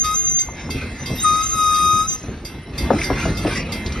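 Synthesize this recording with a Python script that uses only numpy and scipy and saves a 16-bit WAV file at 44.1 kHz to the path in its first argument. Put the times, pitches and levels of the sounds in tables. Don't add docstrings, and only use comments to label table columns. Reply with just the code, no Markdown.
import sys
import numpy as np
from scipy import signal
from scipy.fft import rfft, irfft
from scipy.io import wavfile
from scipy.ndimage import uniform_filter1d

SR = 44100
rng = np.random.default_rng(int(sys.argv[2]) if len(sys.argv) > 2 else 0)


def transcribe(signal):
    frames = np.atleast_2d(signal).T
    limited = np.clip(frames, -1, 1)
    pcm = np.round(limited * 32767).astype(np.int16)
    wavfile.write(sys.argv[1], SR, pcm)


N = 176400
T = np.arange(N) / SR


def whistle():
    return rushing_air() + low_notes() + shrill_notes()


# time_s, pitch_hz, level_db
LOW_NOTES = [
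    [(.02, 1292, -55), (.048, 1248, -22), (.11, 1252, -21), (.145, 1269, -23), (.18, 1303, -45)],
    [(1.225, 1290, -51), (1.25, 1245, -12.5), (1.3, 1240, -15.5), (1.41, 1261, -20.5), (1.455, 1288, -26),
     (1.49, 1293, -52), (1.535, 1289, -23.5), (1.565, 1267, -25.5), (1.59, 1259, -17), (1.66, 1248, -16.5),
     (1.8, 1241, -17.5), (1.92, 1248, -15), (2.01, 1252, -18), (2.064, 1290, -27.5), (2.09, 1287, -77)],
]
# multiple, level_db, flutter (0-1), left_minus_right_db
OVERTONES = [(2, -23.5, 0.25, 3), (3, -12.5, 0, -8.5), (4, -26.5, 0, 11), (5, -13, 0.13, 1), (7, -25, 1, 0),
             (9, -36.5, 0.55, 0)]
LOW_JITTER, LOW_PAN_DB = 0.000083, 5
OVERTONE_GROWTH, REFERENCE_DB = 0.85, -14.5


def low_notes():
    out = np.zeros((2, N))
    for rows in LOW_NOTES:
        phase, level = note(rows, LOW_JITTER)
        unsteady = 1 + .03 * wander(30)
        out += pan(LOW_PAN_DB) * np.sqrt(2) * level * np.sin(phase) * unsteady
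        bright = amp(REFERENCE_DB) * (level / amp(REFERENCE_DB)) ** OVERTONE_GROWTH
        for multiple, db, flutter, side_db in OVERTONES:
            turn = multiple * phase
            in_phase = (1 + flutter * wander(32)) * np.sin(turn)
            quadrature = flutter * wander(38) * np.cos(turn)
            out += pan(side_db) * amp(db) * bright * np.sqrt(2) * (in_phase + quadrature)
    return out


# time_s, pitch_hz, level_db
SHRILL_NOTES = [
    [(0, 6320, -15), (.035, 6380, -15.5), (.055, 6530, -46)],
    [(.14, 6200, -22.5), (.17, 6410, -17.5), (.25, 6365, -19), (.3, 6270, -15), (.33, 6185, -21.5),
     (.36, 6330, -16), (.412, 6300, -14.5), (.445, 6070, -36)],
    [(1.16, 3620, -52), (1.195, 3743, -25.5), (1.235, 3800, -37)],
    [(1.155, 11700, -36), (1.19, 11900, -40), (1.24, 12400, -46)],
    [(1.195, 6200, -34), (1.225, 6460, -25), (1.245, 6500, -36)],
    [(1.205, 8400, -46), (1.238, 8530, -15.5), (1.258, 8650, -41)],
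    [(1.425, 6330, -26), (1.46, 6300, -23.5), (1.52, 6423, -18.5), (1.555, 6360, -26)],
    [(2.065, 6140, -36), (2.088, 6270, -20), (2.128, 6320, -21), (2.165, 6120, -30)],
]
SHRILL_OCTAVE_DB, SHRILL_JITTER = -22, 0.0011


def shrill_notes():
    out = 0
    for rows in SHRILL_NOTES:
        phase, level = note(rows, SHRILL_JITTER)
        octave = amp(SHRILL_OCTAVE_DB) * np.sin(2 * phase)
        unsteady = 1 + 0.21 * wander(52)
        out = out + np.sqrt(2) * level * unsteady * (np.sin(phase) + octave)
    return out


# time_s, level_db
AIR = [(0, -47), (.05, -34.5), (.15, -34), (.22, -39.5), (.41, -48), (.47, -81), (1.1, -53), (1.17, -39.5),
       (1.25, -34), (1.42, -36), (1.49, -36), (1.56, -32), (1.8, -31), (2.03, -34), (2.08, -43),
       (2.15, -34.5), (2.2, -101)]
# frequency_hz, level_db
HISS = [(500, -10), (1200, -0.5), (3000, -6), (4300, -8.5), (5200, 7), (6800, -7), (8800, 6.5), (10500, -2),
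        (12500, 1), (15500, -3)]
PIPE_HZ, PIPE_WIDTH_HZ, PIPE_DB = 1252, 110, -3.5


def rushing_air():
    pipe = sum(band(k * PIPE_HZ, PIPE_WIDTH_HZ) for k in range(3, 6)) / 2
    return (noise(HISS, patchy_db=5.3) + amp(PIPE_DB) * pipe) * amp(curve(AIR))


def note(rows, jitter):
    sounding = 1. * ((T >= rows[0][0]) & (T <= rows[-1][0]))
    gate = abs(uniform_filter1d(sounding, size=200))
    pitch = curve(rows) * (1 + jitter * wander(100))
    return 2 * np.pi * np.cumsum(pitch) / SR, gate * amp(curve(rows, axis=2))


# start_s, clang_level_db, lowest_ring_level_db, higher_rings_level_db
STROKES = [(-.3, -6, 1, -4), (0.042, 0, -0.5, 1.5), (0.386, -3.5, 1, -7), (.702, -2.5, 1, 3),
           (1.057, -3.5, 2.5, 7.5), (1.407, -7, -2.5, 0.5), (1.742, -1.5, -28, 2),
           (2.096, -12.5, -40, -7.5), (2.448, -6, -8, -4), (2.778, 1, 0.5, 1.5), (3.039, 0, 8, -7),
           (3.37, -4.5, -22, 3), (3.719, -1.5, 3, 5.5)]
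# frequency_hz, level_db, t60_s, left_minus_right_db
BELL = [(2084, -39, 2.28, -3), (2642, -43.5, 0.97, -12), (3256, -45, 0.71, 4), (3955, -54.5, 3, -33),
        (2150, -37, 0.32, 8), (3600, -32.5, 0.21, -8), (4230, -42.5, 0.23, -2), (4550, -35.5, 0.16, 15),
        (4810, -25.5, 0.18, -6), (5420, -36, 0.13, 7), (5630, -40.5, 0.46, -8), (5850, -38, 0.24, -1),
        (8260, -39, 0.32, 5), (8710, -39.5, 0.44, -2), (9658, -48, 0.22, -1), (10000, -49, .35, 0),
        (10700, -47.5, 0.39, 0), (11350, -45.5, 0.38, 1), (11440, -56, 0.27, 0), (11600, -43, 0.28, 0),
        (12750, -35, 0.25, 0)]
LONG_RING_S = .7
BELL_RISE_S = 0.0059
BELL_FLUTTER, BELL_FLUTTER_HZ = 0.094, 16
CLANG_FLUTTER, CLANG_FLUTTER_HZ = 0.2, 60


def bell():
    out = clapper()
    t = T[::32]
    for k, (hz, db, t60, side_db) in enumerate(BELL):
        lasting = t60 > LONG_RING_S
        power = 0
        luck = rng.standard_normal(len(STROKES))
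        for (start, clang_db, lowest_db, higher_db), chance in zip(STROKES, luck):
            ring_db = higher_db if k else lowest_db
            size = amp((ring_db if lasting else clang_db) + 1.7 * chance)
            age = np.maximum(t - start, 0)
            decay = np.exp(-np.log(1000) * age / t60)
            power = power + (size * np.minimum(age / BELL_RISE_S, 1) * decay) ** 2
        level = np.sqrt(2 * np.interp(T, t, power))
        phase = 2 * np.pi * hz * T
        flutter, rate_hz = (BELL_FLUTTER, BELL_FLUTTER_HZ) if lasting else (CLANG_FLUTTER, CLANG_FLUTTER_HZ)
        ring = (1 + flutter * wander(rate_hz)) * np.sin(phase) + flutter * wander(rate_hz) * np.cos(phase)
        out += pan(side_db) * amp(db) * level * ring
    return out


# frequency_hz, level_db
CLAPPER = [(1000, -10), (2500, -2), (4800, -11), (6500, 6.5), (11000, -10), (15500, -3)]
CLAPPER_DB, CLAPPER_T60 = -31, 0.23


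def clapper():
    strokes = sum(amp(db) * blow(start, 0.0018, CLAPPER_T60) for start, db, _, _ in STROKES)
    return amp(CLAPPER_DB) * noise(CLAPPER, patchy_db=4) * strokes


# start_s, thud_level_db, thud_pitch_hz, knock_level_db
JOINTS = [(.485, -52, 268, -28), (.534, -37, 266, -41), (.689, -27.5, 226, -30), (0.743, -18, 127, -51),
          (1.101, -16, 120, -32), (1.127, -30, 169, -44), (1.928, -21.5, 98, -60), (2.087, -31, 152.3, -54),
          (2.234, -33, 261.6, -38), (2.278, -21.5, 123, -48), (2.8, -21, 211, -55),
          (2.903, -13.5, 285, -10), (2.932, -16.5, 200, -32), (3.1, -12, 302, -15), (3.153, -29, 136, -36),
          (3.252, -22, 187, -19.5), (3.279, -16.5, 171, -39), (3.447, -15.5, 301, -20),
          (3.472, -24.5, 242, -25.5)]
# multiple of the thud pitch, level_db
THUD = [(1, -0.5), (1.6, -9), (2.7, -17)]
# frequency_hz, level_db
THUD_SPREAD = [(30, -4), (80, -4), (260, -3), (420, -8), (700, -20), (2000, -70)]
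# frequency_hz, level_db
KNOCK_SPREAD = [(150, -19), (450, 6.5), (800, -1), (1300, -3.5), (2000, -20), (5000, -34), (12000, -56)]
JOINT_RISE_S, THUD_T60, KNOCK_T60 = 0.00315, 0.28, 0.15
THUD_SCATTER_DB, KNOCK_SCATTER_DB = -5.5, -2
KNOCK_SWELL_S, THUD_SWELL_S = 0.0043, 0.0075
KNOCK_FROM_HZ, KNOCK_TO_HZ, KNOCK_FALL_S = 1146, 296, 0.00822


def joints():
    thud_tail = amp(THUD_SCATTER_DB) * noise(THUD_SPREAD, patchy_db=2.5)
    knock_tail = amp(KNOCK_SCATTER_DB) * noise(KNOCK_SPREAD, patchy_db=3.5)
    out = np.zeros((2, N))
    for start, thud_db, thud_hz, knock_db in JOINTS:
        fall = np.exp(-np.maximum(T - start, 0) / KNOCK_FALL_S)
        falling_hz = KNOCK_TO_HZ + (KNOCK_FROM_HZ - KNOCK_TO_HZ) * fall
        knock = struck(start, falling_hz, KNOCK_SWELL_S) + knock_tail * blow(start, JOINT_RISE_S, KNOCK_T60)
        out += pan(3.3) * amp(knock_db) * knock
        truck = sum(amp(db) * struck(start + JOINT_RISE_S, k * thud_hz, THUD_SWELL_S) for k, db in THUD)
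        out += amp(thud_db) * (truck + thud_tail * blow(start, THUD_SWELL_S, THUD_T60))
    return out


JOINT_ROUGH = 0.21


def struck(start, hz, swell_s):
    age = np.maximum(T - start, 0) / swell_s
    unsteady = unit(uniform_filter1d(rng.standard_normal(N), size=60))
    rough_hz = hz * (1 + JOINT_ROUGH * unsteady) * (age > 0)
    return (age * np.exp(1 - age)) ** 2 * np.sin(2 * np.pi * np.cumsum(rough_hz) / SR)


# start_s, frequency_hz, width_hz, level_db, t60_s
CLANKS = [(2.985, 2100, 120, -25.5, .1), (3.014, 2250, 300, -15, .045), (3.034, 2180, 900, -23.5, 0.065),
          (3.034, 5600, 1500, -28, 0.059), (3.172, 1720, 800, -27, 0.12), (3.204, 2500, 900, -34, 0.051),
          (3.469, 2700, 900, -24, 0.042), (3.556, 1970, 89.5, -25, 0.22), (3.564, 2650, 150, -28, 0.095),
          (3.861, 4270, 2180, -27.5, 0.12), (3.921, 4830, 2200, -30.5, 0.09)]


def clanks():
    return sum(amp(db) * band(hz, width) * blow(start, 0.0013, t60)
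               for start, hz, width, db, t60 in CLANKS)


# time_s, rumble_level_db, body_level_db
ROLL = [(0, -34.5, -39), (.45, -41, -41), (.55, -38, -37), (.8, -34, -34), (1, -38, -34), (1.2, -38, -33),
        (1.5, -36, -38.5), (2.15, -38.5, -38), (2.65, -37.5, -37), (2.85, -28, -28), (3.3, -28, -28),
        (3.55, -30, -28.5), (3.7, -35, -30), (4, -27, -31)]
# time_s, grind_level_db, sizzle_level_db
GRIND = [(0, -45, -58), (.52, -47, -56), (.6, -36, -48), (.69, -44.5, -46), (.8, -35, -41.5),
         (.92, -39.5, -45.5), (1.25, -38.5, -38), (1.6, -46, -62), (2.15, -44, -49), (2.4, -45, -55),
         (2.72, -45.5, -55.5), (2.77, -35.5, -45.5), (2.89, -36.5, -48.5), (3.02, -32, -30.5),
         (3.11, -34.5, -44), (3.2, -26.5, -31), (3.4, -39, -39.5), (3.51, -26.5, -34), (3.58, -31, -30),
         (3.64, -37.5, -47), (3.86, -37.5, -45), (4, -35, -46.5)]
# frequency_hz, level_db
RUMBLE_SHAPE = [(20, -29), (40, -1), (60, -0.5), (75, 14), (95, -7.5), (140, -6.5), (300, -52.5)]
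BODY_SHAPE = [(50, -20), (120, -2), (240, -0.5), (400, -7.5), (650, -15), (1100, -20), (2000, -48),
              (5000, -70)]
GRIND_SHAPE = [(400, -13), (900, -6), (1400, 0), (2000, 0.5), (2600, -1), (3100, -7), (4000, -7),
               (5500, -18), (12000, -40)]
SIZZLE_SHAPE = [(2000, -20), (3900, -5.5), (5400, 3.5), (7000, -5), (9000, -5.5), (12500, -18), (14000, -7),
                (15500, -30)]


def rolling():
    rumble = noise(RUMBLE_SHAPE, patchy_db=1.0) * amp(curve(ROLL))
    body = noise(BODY_SHAPE, patchy_db=2.5) * amp(curve(ROLL, axis=2))
    grind = noise(GRIND_SHAPE, patchy_db=4.5) * amp(curve(GRIND))
    sizzle = noise(SIZZLE_SHAPE, patchy_db=8.5) * amp(curve(GRIND, axis=2))
    lumps = unit(amp(1.64 * wander(15)))
    grit = amp(0.72 * wander(61))
    return (rumble + body) * lumps + (grind + sizzle) * grit


ECHO_DB, ECHO_T60, ECHO_DELAY_S = -16, 0.63, 0.0051


def trees(x):
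    tail = (rng.standard_normal(N) * blow(ECHO_DELAY_S, 0.025, ECHO_T60))[:SR]
    tail = tail / np.linalg.norm(tail)
    return signal.fftconvolve(x, tail[None], axes=1)[:, :N]


# frequency_hz, coherence (0-1)
LIKENESS = [(120, 1), (250, .993), (700, .9), (2400, .8), (4500, .7), (7500, .95), (15000, .85)]


def noise(shape, patchy_db=0):
    hz = np.fft.rfftfreq(2048, 1 / SR)
    a, b, c, d, patches = rng.standard_normal((5, len(hz), N // 512 + 5))
    same = np.clip(read(LIKENESS, hz), 0, 1)[:, None]
    left = a + 1j * b
    right = same * left + np.sqrt(1 - same ** 2) * (c + 1j * d)
    patches = uniform_filter1d(patches, size=7, axis=0)
    patches = unit(uniform_filter1d(patches, size=8, axis=1))
    z = np.array([left, right]) * amp(read(shape, hz)[:, None] + patchy_db * patches)
    return unit(signal.istft(z, nperseg=2048, noverlap=1536)[1][:, :N])


def band(hz, width_hz):
    f = np.fft.rfftfreq(N, 1 / SR)
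    peak = 1 / (1 + ((f - hz) / (width_hz * 0.78)) ** 2)
    return unit(irfft(rfft(rng.standard_normal(N)) * peak, N))


def wander(hz):
    f = np.fft.rfftfreq(N, 1 / SR)
    return unit(irfft(rfft(rng.standard_normal(N)) / (1 + (f / hz) ** 4), N))


def blow(start, rise, t60):
    t = np.maximum(T - start, 0)
    return np.minimum(t / rise, 1) * np.exp(-np.log(1000) * t / t60)


def pan(db):
    return unit(amp([[db / 2], [-db / 2]]))


def curve(rows, axis=1):
    rows = np.array(rows)
    return np.interp(T, rows[:, 0], rows[:, axis])


def read(points, hz):
    f, value = np.transpose(points)
    return np.interp(np.log(hz + 1), np.log(f + 1), value)


def amp(db):
    return 10 ** (np.asarray(db) / 20)


def unit(x):
    return x / np.sqrt(np.mean(x ** 2) + 1e-20)


def scene():
    call = whistle()
    return call + bell() + joints() + clanks() + rolling() + amp(ECHO_DB) * trees(call)


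# frequency_hz, level_db
MIC = [(12, -34), (25, -22), (38, 2), (12000, -1), (13500, -14.5), (15500, -5)]
# frequency_hz, left_lead_rad
PORT_PHASE = [(20, 0), (2200, 0), (3150, .7), (3600, 0), (5000, 0), (5700, 1.1), (6300, 2.1), (7000, 2.9),
              (7600, 3.14), (8200, 3.5), (9000, 4.7), (10000, 6.2), (11300, 6.8), (12700, 8.9),
              (14000, 9.4), (16000, 9.5)]
EDGE_HZ = 15780


def record(dry):
    hz = np.fft.rfftfreq(2 * N, 1 / SR)
    lead = read(PORT_PHASE, hz)
    turn = np.exp(.5j * np.array([lead, -lead]))
    ports = irfft(rfft(dry, 2 * N) * amp(read(MIC, hz)) * turn, 2 * N)[:, :N]
    low_pass = signal.firwin(511, EDGE_HZ, window=("kaiser", 9), fs=SR)
    return signal.oaconvolve(ports, low_pass[None], "same")


dry = scene()
out = record(dry)
transcribe(out)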